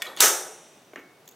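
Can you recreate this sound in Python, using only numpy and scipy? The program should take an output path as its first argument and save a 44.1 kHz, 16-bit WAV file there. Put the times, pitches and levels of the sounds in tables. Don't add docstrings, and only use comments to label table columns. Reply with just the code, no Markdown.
import sys
import numpy as np
from scipy import signal
from scipy.fft import rfft, irfft
from scipy.io import wavfile
from scipy.ndimage import uniform_filter1d

SR = 44100
rng = np.random.default_rng(int(sys.argv[2]) if len(sys.argv) > 2 else 0)


def unload_audio(sound):
    columns = np.transpose(np.atleast_2d(sound))
    steps = np.round(np.clip(columns, -1, 1) * 32767)
    wavfile.write(sys.argv[1], SR, steps.astype(np.int16))


def invert_db(x):
    u = np.asarray(x, float) / 20
    return 10 ** u


N = 59535


def evened(x):
    return x / np.sqrt(np.mean(x ** 2) + 1e-20)


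def read(points, hz):
    f, value = np.transpose(points)
    return np.interp(np.log(hz + 1), np.log(f + 1), value)


def coloured(x, colour):
    n = x.shape[-1]
    return irfft(rfft(x) * invert_db(read(colour, np.fft.rfftfreq(n, 1 / SR))), n)


def clicks(hits):
    out = np.zeros(N)
    for s, db in hits:
        out[round(s * SR)] += invert_db(db)
    return out


def ring(modes):
    t = np.arange(N) / SR
    out = np.zeros(N)
    for hz, db, t60 in modes:
        out += invert_db(db - 60 * t / max(t60, .005)) * np.sin(2 * np.pi * hz * t)
    return np.minimum(t / 0.0003, 1) * out


def strike(hits, colour, crack_t60, modes, ring_db, puff_db=0):
    length = 4096
    out, t = np.zeros(N + length), np.arange(length) / SR
    shape = np.minimum(t / 0.00018, 1) * invert_db(-60 * t / crack_t60)
    for s, db in hits:
        noise = coloured(rng.standard_normal(length), colour)
        burst = evened(shape * noise) * np.sqrt(np.mean(shape ** 2))
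        out[round(s * SR):][:length] += burst * invert_db(db + puff_db)
    return out[:N] + invert_db(ring_db) * signal.fftconvolve(clicks(hits), ring(modes))[:N]


def pings(rows, rise_s):
    out, t = np.zeros(2 * N), np.arange(N // 2) / SR
    rise = np.minimum(t / rise_s, 1)
    for s, hz, db, t60 in rows:
        tone = rise * invert_db(db - 60 * t / max(t60, .004)) * np.sin(2 * np.pi * hz * t)
        out[round(s * SR):][:len(t)] += tone
    return out[:N]


# [f/Hz, level/dB]
AIR_COLOUR = [(18, -72), (30, -48.5), (134, -7.5), (381, -5), (412, -5.5), (772, -8.5), (952, -12),
              (2260, -18.5), (15700, -31)]
# [f/Hz, side minus mid level/dB]
AIR_WIDTH = [(60, -11.5), (240, -22), (950, -8), (3770, -4.5), (15000, -12.5)]


def air():
    mid, side = coloured(rng.standard_normal((2, N)), AIR_COLOUR)
    swell = invert_db(.6 * evened(uniform_filter1d(rng.standard_normal(N), 2000)))
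    return invert_db(-57) * swell * np.array([mid, coloured(side, AIR_WIDTH)]) / np.std(mid)


# [t/s, level/dB]
EARLIER = [
    (.0, -47),
]
# [f/Hz, level/dB]
EARLIER_COLOUR = [(300, -11), (670, 4), (2900, -18), (5510, -10), (14000, -31)]


def earlier_knock():
    return strike(EARLIER, EARLIER_COLOUR, crack_t60=1.0, modes=RODS, ring_db=-7)


# [t/s, level/dB]
LATCH = [
    (.0145, -48.5),
    (.0200, -24.5),
    (.0232, -28.5),
    (.0555, -42),
    (.105, -60),
]
# [f/Hz, level/dB]
LATCH_COLOUR = [(120, -60.5), (200, -34), (1740, -5), (3430, -7), (4040, -10.5), (13100, -13),
                (16000, -29.5)]
# [f/Hz, level/dB, t60/s]
LATCH_MODES = [(1846, -8, .07), (2266, -5, .05), (2466, -9, .04), (3435, 0, .02), (8200, -14, .008),
               (13200, -17, .006)]
# [t/s, level/dB]
NUDGE = [
    (.062, -38.5),
    (.078, -43),
    (.093, -42.5),
    (.118, -46),
]
# [t/s, f/Hz, level/dB, t60/s]
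CREAK = [(.013, 1930, -41, 0.026), (.046, 2284, -34.5, 0.048), (.052, 1920, -36.5, 0.064),
         (.064, 2350, -36, 0.026), (.067, 3964, -37, 0.077), (.071, 3330, -28.5, 0.014),
         (.078, 3900, -39.5, 0.067), (.088, 4270, -46, .03), (.105, 1820, -44, 0.049),
         (.131, 1840, -37.5, 0.023), (.043, 606, -36, 0.055), (.077, 635, -43.5, 0.027),
         (.092, 616, -38.5, 0.026)]


def latch():
    knock = strike(LATCH, LATCH_COLOUR, crack_t60=0.031, modes=LATCH_MODES, ring_db=0.29)
    nudge = strike(NUDGE, THUD_COLOUR, crack_t60=0.17, modes=FRAME, ring_db=-20.5)
    return knock + nudge + pings(CREAK, rise_s=0.0012)


# [t/s, level/dB]
SPRING = [
    (.0672, -34.5),
    (.0705, -42.5),
]
# [f/Hz, level/dB]
SPRING_COLOUR = [(1500, -28.5), (3600, 7.5), (4300, -13.5), (5500, -13.5), (6700, -3.5), (10000, -33)]
# [f/Hz, level/dB, t60/s]
SPRING_MODES = [(3770, -4, 0.015), (6700, -6.5, 0.015)]
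# [t/s, level/dB]
TICK = [
    (.1652, -32.5),
]
# [f/Hz, level/dB]
TICK_COLOUR = [(1470, -36), (2500, -12), (5910, -21), (6540, -13.5), (10900, -0.5), (16200, -20.5)]
# [t/s, level/dB]
PIN = [
    (.1718, -36.5),
    (.178, -42),
    (.1815, -44.5),
    (.188, -38.5),
    (.1935, -39.5),
    (.2005, -28.5),
    (.2022, -33),
]
# [f/Hz, level/dB]
PIN_COLOUR = [(1000, -10), (2700, -9.5), (3450, -6.5), (4500, -12.5), (5200, -16.5), (7000, -14),
              (16000, -26.5)]
# [f/Hz, level/dB, t60/s]
PIN_MODES = [(3350, -6.5, 0.017), (4430, -8.5, 0.012), (6650, -8, 0.017)]
# [t/s, f/Hz, level/dB, t60/s]
SCRAPE = [(.1655, 3500, -37.5, 0.01), (.1655, 6600, -42.5, .03), (.1722, 3420, -29.5, 0.031),
          (.173, 6700, -37.5, 0.018), (.1765, 3650, -36, .015), (.1785, 4150, -35, .02),
          (.181, 4400, -40, .012), (.187, 4350, -32.5, .012), (.189, 2950, -39.5, .025),
          (.192, 4600, -32.5, .02), (.1985, 2850, -24.5, .02)]


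def pin():
    spring = strike(SPRING, SPRING_COLOUR, crack_t60=0.017, modes=SPRING_MODES, ring_db=1.8)
    tick = strike(TICK, TICK_COLOUR, crack_t60=0.0052, modes=PIN_MODES, ring_db=-2)
    knocks = strike(PIN, PIN_COLOUR, crack_t60=0.11, modes=PIN_MODES, ring_db=0.5)
    return spring + tick + knocks + pings(SCRAPE, rise_s=.0012)


# [f/Hz, spread/Hz, level/dB, t60/s]
SWARMS = [(5770, 430, 5, 0.39), (6610, 37, -3.5, 0.5), (7590, 110, 4, 0.25), (8740, 160, 1.5, 0.35),
          (5890, 350, -17.5, 1.38), (7800, 1700, -12.5, 1.05), (2750, 1100, -23.5, 1.87)]


def swarm():
    t, hz = np.arange(N) / SR, np.fft.rfftfreq(N, 1 / SR)
    out = np.zeros(N)
    for mid_hz, spread, db, t60 in SWARMS:
        band = np.exp(-.5 * ((hz - mid_hz) / spread) ** 2)
        noise = irfft(rfft(rng.standard_normal(N)) * band, N)
        out += invert_db(db - 60 * t / t60) * evened(noise)
    return out


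# [f/Hz, level/dB]
RATTLE_COLOUR = [(900, -32), (1500, -5), (2770, -8), (4460, -10.5), (5200, -12.5), (5950, -1.5),
                 (8160, -7.5), (15300, -12), (16000, -39.5)]
# [f/Hz, level/dB, t60/s]
PLATES = [(3570, -4.5, 0.18), (5959, -20, 0.27), (7560, 0, 0.17), (9100, -10.5, 0.24), (11800, -7, 0.1506),
          (15400, -19.5, 0.3)]
# [f/Hz, level/dB, t60/s]
RODS = [(3670, -0.5, 0.66), (3656, -20.5, 2.4), (3500, -10.5, 0.64), (2290, -20, 0.99)]


def rattle():
    start_s, length_s, ticks_per_s, fade_t60 = 0.2013, 0.051, 1500, 0.28
    t = np.arange(N) / SR - start_s
    shape = np.clip(t / 0.013, 0, 1) * invert_db(-60 * np.maximum(t - length_s, 0) / fade_t60)
    force = invert_db(0.61 * np.minimum(rng.exponential(1, N), 4))
    sign = rng.choice([-1., 1.], N)
    ticks = evened(force * sign * (rng.random(N) < ticks_per_s / SR))
    grit = 0.34 * ticks + rng.standard_normal(N)
    hiss = invert_db(-16.5) * evened(coloured(grit, RATTLE_COLOUR)) * shape
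    drive = ticks * shape / np.sqrt(SR * length_s) + 1.6 * clicks([(SLAM[0][0], 0)])
    steel = invert_db(-31.5) * ring(PLATES) + invert_db(-30.5) * swarm() + invert_db(-39) * ring(RODS)
    return hiss + signal.fftconvolve(drive, steel)[:N]


# [t/s, level/dB]
SLAM = [
    (.2046, -3),
    (.2055, -10),
    (.2064, -4),
    (.2072, -6.5),
]
# [f/Hz, level/dB]
SLAM_COLOUR = [(120, -66.5), (200, -42.5), (1420, -2), (2210, -12.5), (3370, 4), (5000, -0.5), (6050, 0.5),
               (15100, -4), (16000, -23.5)]
# [f/Hz, level/dB, t60/s]
SLAP = [(4530, -13, 0.0036), (7100, -5, 0.011), (10650, 7.5, 0.0097), (15000, 3.5, 0.0089)]
# [t/s, level/dB]
BOUNCES = [(.2158, -18), (.2215, -16), (.225, -15), (.2285, -16), (.235, -17), (.2385, -16), (.2435, -16),
           (.2495, -15), (.258, -18)]
# [f/Hz, level/dB, t60/s]
BOUNCE_MODES = [(5800, 1.5, .02), (6000, -8.5, 0.06), (7100, -6, .015)]


def stack():
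    slam = strike(SLAM, SLAM_COLOUR, crack_t60=0.012, modes=SLAP, ring_db=-13.5, puff_db=-2.5)
    claps = strike(BOUNCES, RATTLE_COLOUR, crack_t60=0.016, modes=BOUNCE_MODES, ring_db=-4.5, puff_db=-1.5)
    return slam + rattle() + claps


# [t/s, f/Hz, level/dB, t60/s]
BOOMS = [(.205, 1490, -20.5, 0.11), (.208, 595, -22, 0.024), (.212, 951, -23.5, .1),
         (.216, 1268, -22, 0.22), (.222, 491, -21, .1), (.221, 1790, -20, 0.057), (.233, 445, -18, .09),
         (.236, 1480, -22, 0.096), (.238, 290, -22.5, 0.045), (.257, 1292, -19, 0.15),
         (.294, 394, -32.5, 0.08), (.308, 527, -32.5, 0.25), (.33, 772, -33, 0.073)]


def frame_booms():
    return pings(BOOMS, rise_s=0.0077)


# [t/s, level/dB]
THUD = [
    (.206, -31.5),
    (.222, -27.5),
    (.2345, -21.5),
    (.242, -22.5),
]
# [f/Hz, level/dB]
THUD_COLOUR = [(35, -81), (60, -38.5), (329, -4.5), (432, 1.5), (780, 0), (1030, -4.5), (1280, 1.5),
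               (1600, -11.5), (3500, -33), (4550, -39.5), (7700, -120)]
# [f/Hz, level/dB, t60/s]
FRAME = [(330, -12, 0.04), (481.7, -8, 0.2), (560, -10, .25), (640, -7, .2), (786, -3, .3), (944, -6, 0.2),
         (1281, -7, 0.25), (1560, -6.5, 0.09)]


def thud():
    return strike(THUD, THUD_COLOUR, crack_t60=0.097, modes=FRAME, ring_db=-20)


# [t/s, level/dB]
TAP = [
    (.9345, -33),
    (.9372, -33),
]
# [f/Hz, level/dB]
TAP_COLOUR = [(150, -6), (700, 0), (2500, -3), (3200, -25), (9000, -45)]
# [f/Hz, level/dB, t60/s]
TAP_MODES = [(560, 0, .014), (1000, -6, .006), (2300, -10, .006)]
# [t/s, level/dB]
JINGLE = [
    (.9365, -66),
    (.983, -67.5),
    (.994, -64),
]
# [f/Hz, level/dB, t60/s]
JINGLE_MODES = [(14200, 4, 0.07), (6640, 2, 0.06)]
# [t/s, level/dB]
HANDLE = [
    (.9590, -24),
    (.9608, -30),
    (.9915, -40),
]
# [f/Hz, level/dB]
HANDLE_COLOUR = [(150, -4.5), (1870, -1), (3840, -24), (5680, -14), (13200, -36), (16000, -32)]
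# [f/Hz, level/dB, t60/s]
HANDLE_MODES = [(334.7, -8, 0.032), (1356, -6, 0.0097), (1833, 0.5, 0.008), (5860, -21, .006),
                (2212, -33, 0.89)]
# [t/s, level/dB]
WOBBLE = [
    (.9625, -40),
    (.972, -39.5),
    (.981, -47),
    (.995, -46),
]
# [f/Hz, level/dB]
WOBBLE_COLOUR = [(150, 1.5), (400, 7.5), (666, -7), (1500, 0.5), (2700, -3.5), (3950, -26), (9000, -41)]


def handle():
    tap = strike(TAP, TAP_COLOUR, crack_t60=0.011, modes=TAP_MODES, ring_db=0, puff_db=-7.5)
    jingle = strike(JINGLE, HOOK_COLOUR, crack_t60=.01, modes=JINGLE_MODES, ring_db=1.4)
    landing = strike(HANDLE, HANDLE_COLOUR, crack_t60=0.0084, modes=HANDLE_MODES, ring_db=1.26, puff_db=-7)
    wobble = strike(WOBBLE, WOBBLE_COLOUR, crack_t60=0.085, modes=JINGLE_MODES, ring_db=-34)
    return tap + jingle + landing + wobble


# [t/s, level/dB]
HOOK = [
    (1.2572, -58.5),
    (1.2758, -49),
    (1.2772, -40),
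    (1.2828, -54),
    (1.2888, -42),
    (1.2905, -48),
    (1.312, -49),
    (1.3215, -55),
]
# [f/Hz, level/dB]
HOOK_COLOUR = [(1470, -41.5), (2500, -8), (5100, -14), (6990, 2.5), (8770, -22), (14500, -1), (16300, -17)]
# [f/Hz, level/dB, t60/s]
HOOK_MODES = [(3430, -9, 0.012), (6647, -9, 0.015), (7160, -7, 0.012)]
# [t/s, f/Hz, level/dB, t60/s]
GATE = [(1.2565, 7060, -54, 0.017), (1.277, 1800, -48, 0.013), (1.2755, 3380, -48, .022),
        (1.282, 3220, -55, 0.019), (1.283, 7100, -56, .015), (1.295, 6510, -47, 0.019),
        (1.3125, 6520, -47.5, 0.022), (1.3205, 6790, -50.5, .02), (1.324, 3660, -50, 0.017)]


def hook():
    snap = strike(HOOK, HOOK_COLOUR, crack_t60=0.018, modes=HOOK_MODES, ring_db=-1.5)
    return snap + pings(GATE, rise_s=.001)


# [f/Hz, t60/s]
ROOM = [(150, 0.44), (400, 0.91), (1000, 0.74), (2500, 0.48), (6000, 0.49), (11000, 0.53), (16000, 0.34)]


def room(x):
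    gap_s, rise_s = 0.0076, 0.0053
    taps = np.zeros((2, SR))
    at = np.arange(0, SR - 10, 10) + rng.integers(0, 10, (2, (SR - 1) // 10))
    np.put_along_axis(taps, at, rng.choice([-1., 1.], at.shape), 1)
    hz, t, z = signal.stft(taps, SR, nperseg=256)
    fade = invert_db(-60 * t / read(ROOM, hz)[:, None])
    tail = signal.istft(z * fade, SR, nperseg=256)[1]
    tail = tail * np.clip((np.arange(tail.shape[1]) / SR - gap_s) / rise_s, 0, 1)
    return signal.fftconvolve(x[None], tail / np.linalg.norm(tail[0]), axes=1)[:, :N]


# [f/Hz, side minus mid level/dB]
WIDTH = [(60, -39.5), (150, -36), (380, -52), (950, -48.5), (2380, -36), (5980, -14), (15000, -16.5)]


def scene():
    wash, former = air(), earlier_knock()
    latch_sound, pin_sound = latch(), pin()
    plates, booms, blow = stack(), frame_booms(), thud()
    handle_sound, hook_sound = handle(), hook()
    direct = former + latch_sound + pin_sound + plates + booms + blow + handle_sound + hook_sound
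    to_room = invert_db(-8) * latch_sound + invert_db(-17) * pin_sound
    to_room += invert_db(-9) * plates + invert_db(-14) * booms + invert_db(-3) * blow
    to_room += invert_db(-10) * handle_sound + invert_db(-13) * hook_sound
    wet_mid, wet_side = room(to_room)
    side = coloured(wet_side + 0.66 * np.roll(direct, 40), WIDTH)
    bass_cut = signal.butter(4, 230, "high", fs=SR, output="sos")
    mid, side = wash + signal.sosfilt(bass_cut, [direct + wet_mid, side])
    return np.array([mid + side, mid - side])


def band_limit(x):
    return signal.sosfilt(signal.butter(12, 16830, fs=SR, output="sos"), x)


def record(dry):
    soft = 1.153 * np.tanh(dry / 1.15)
    low_pass = signal.firwin(255, 16300, fs=SR)
    limited = signal.oaconvolve(soft, low_pass[None], "same")
    return band_limit(limited)


dry = scene()
out = record(dry)
unload_audio(out)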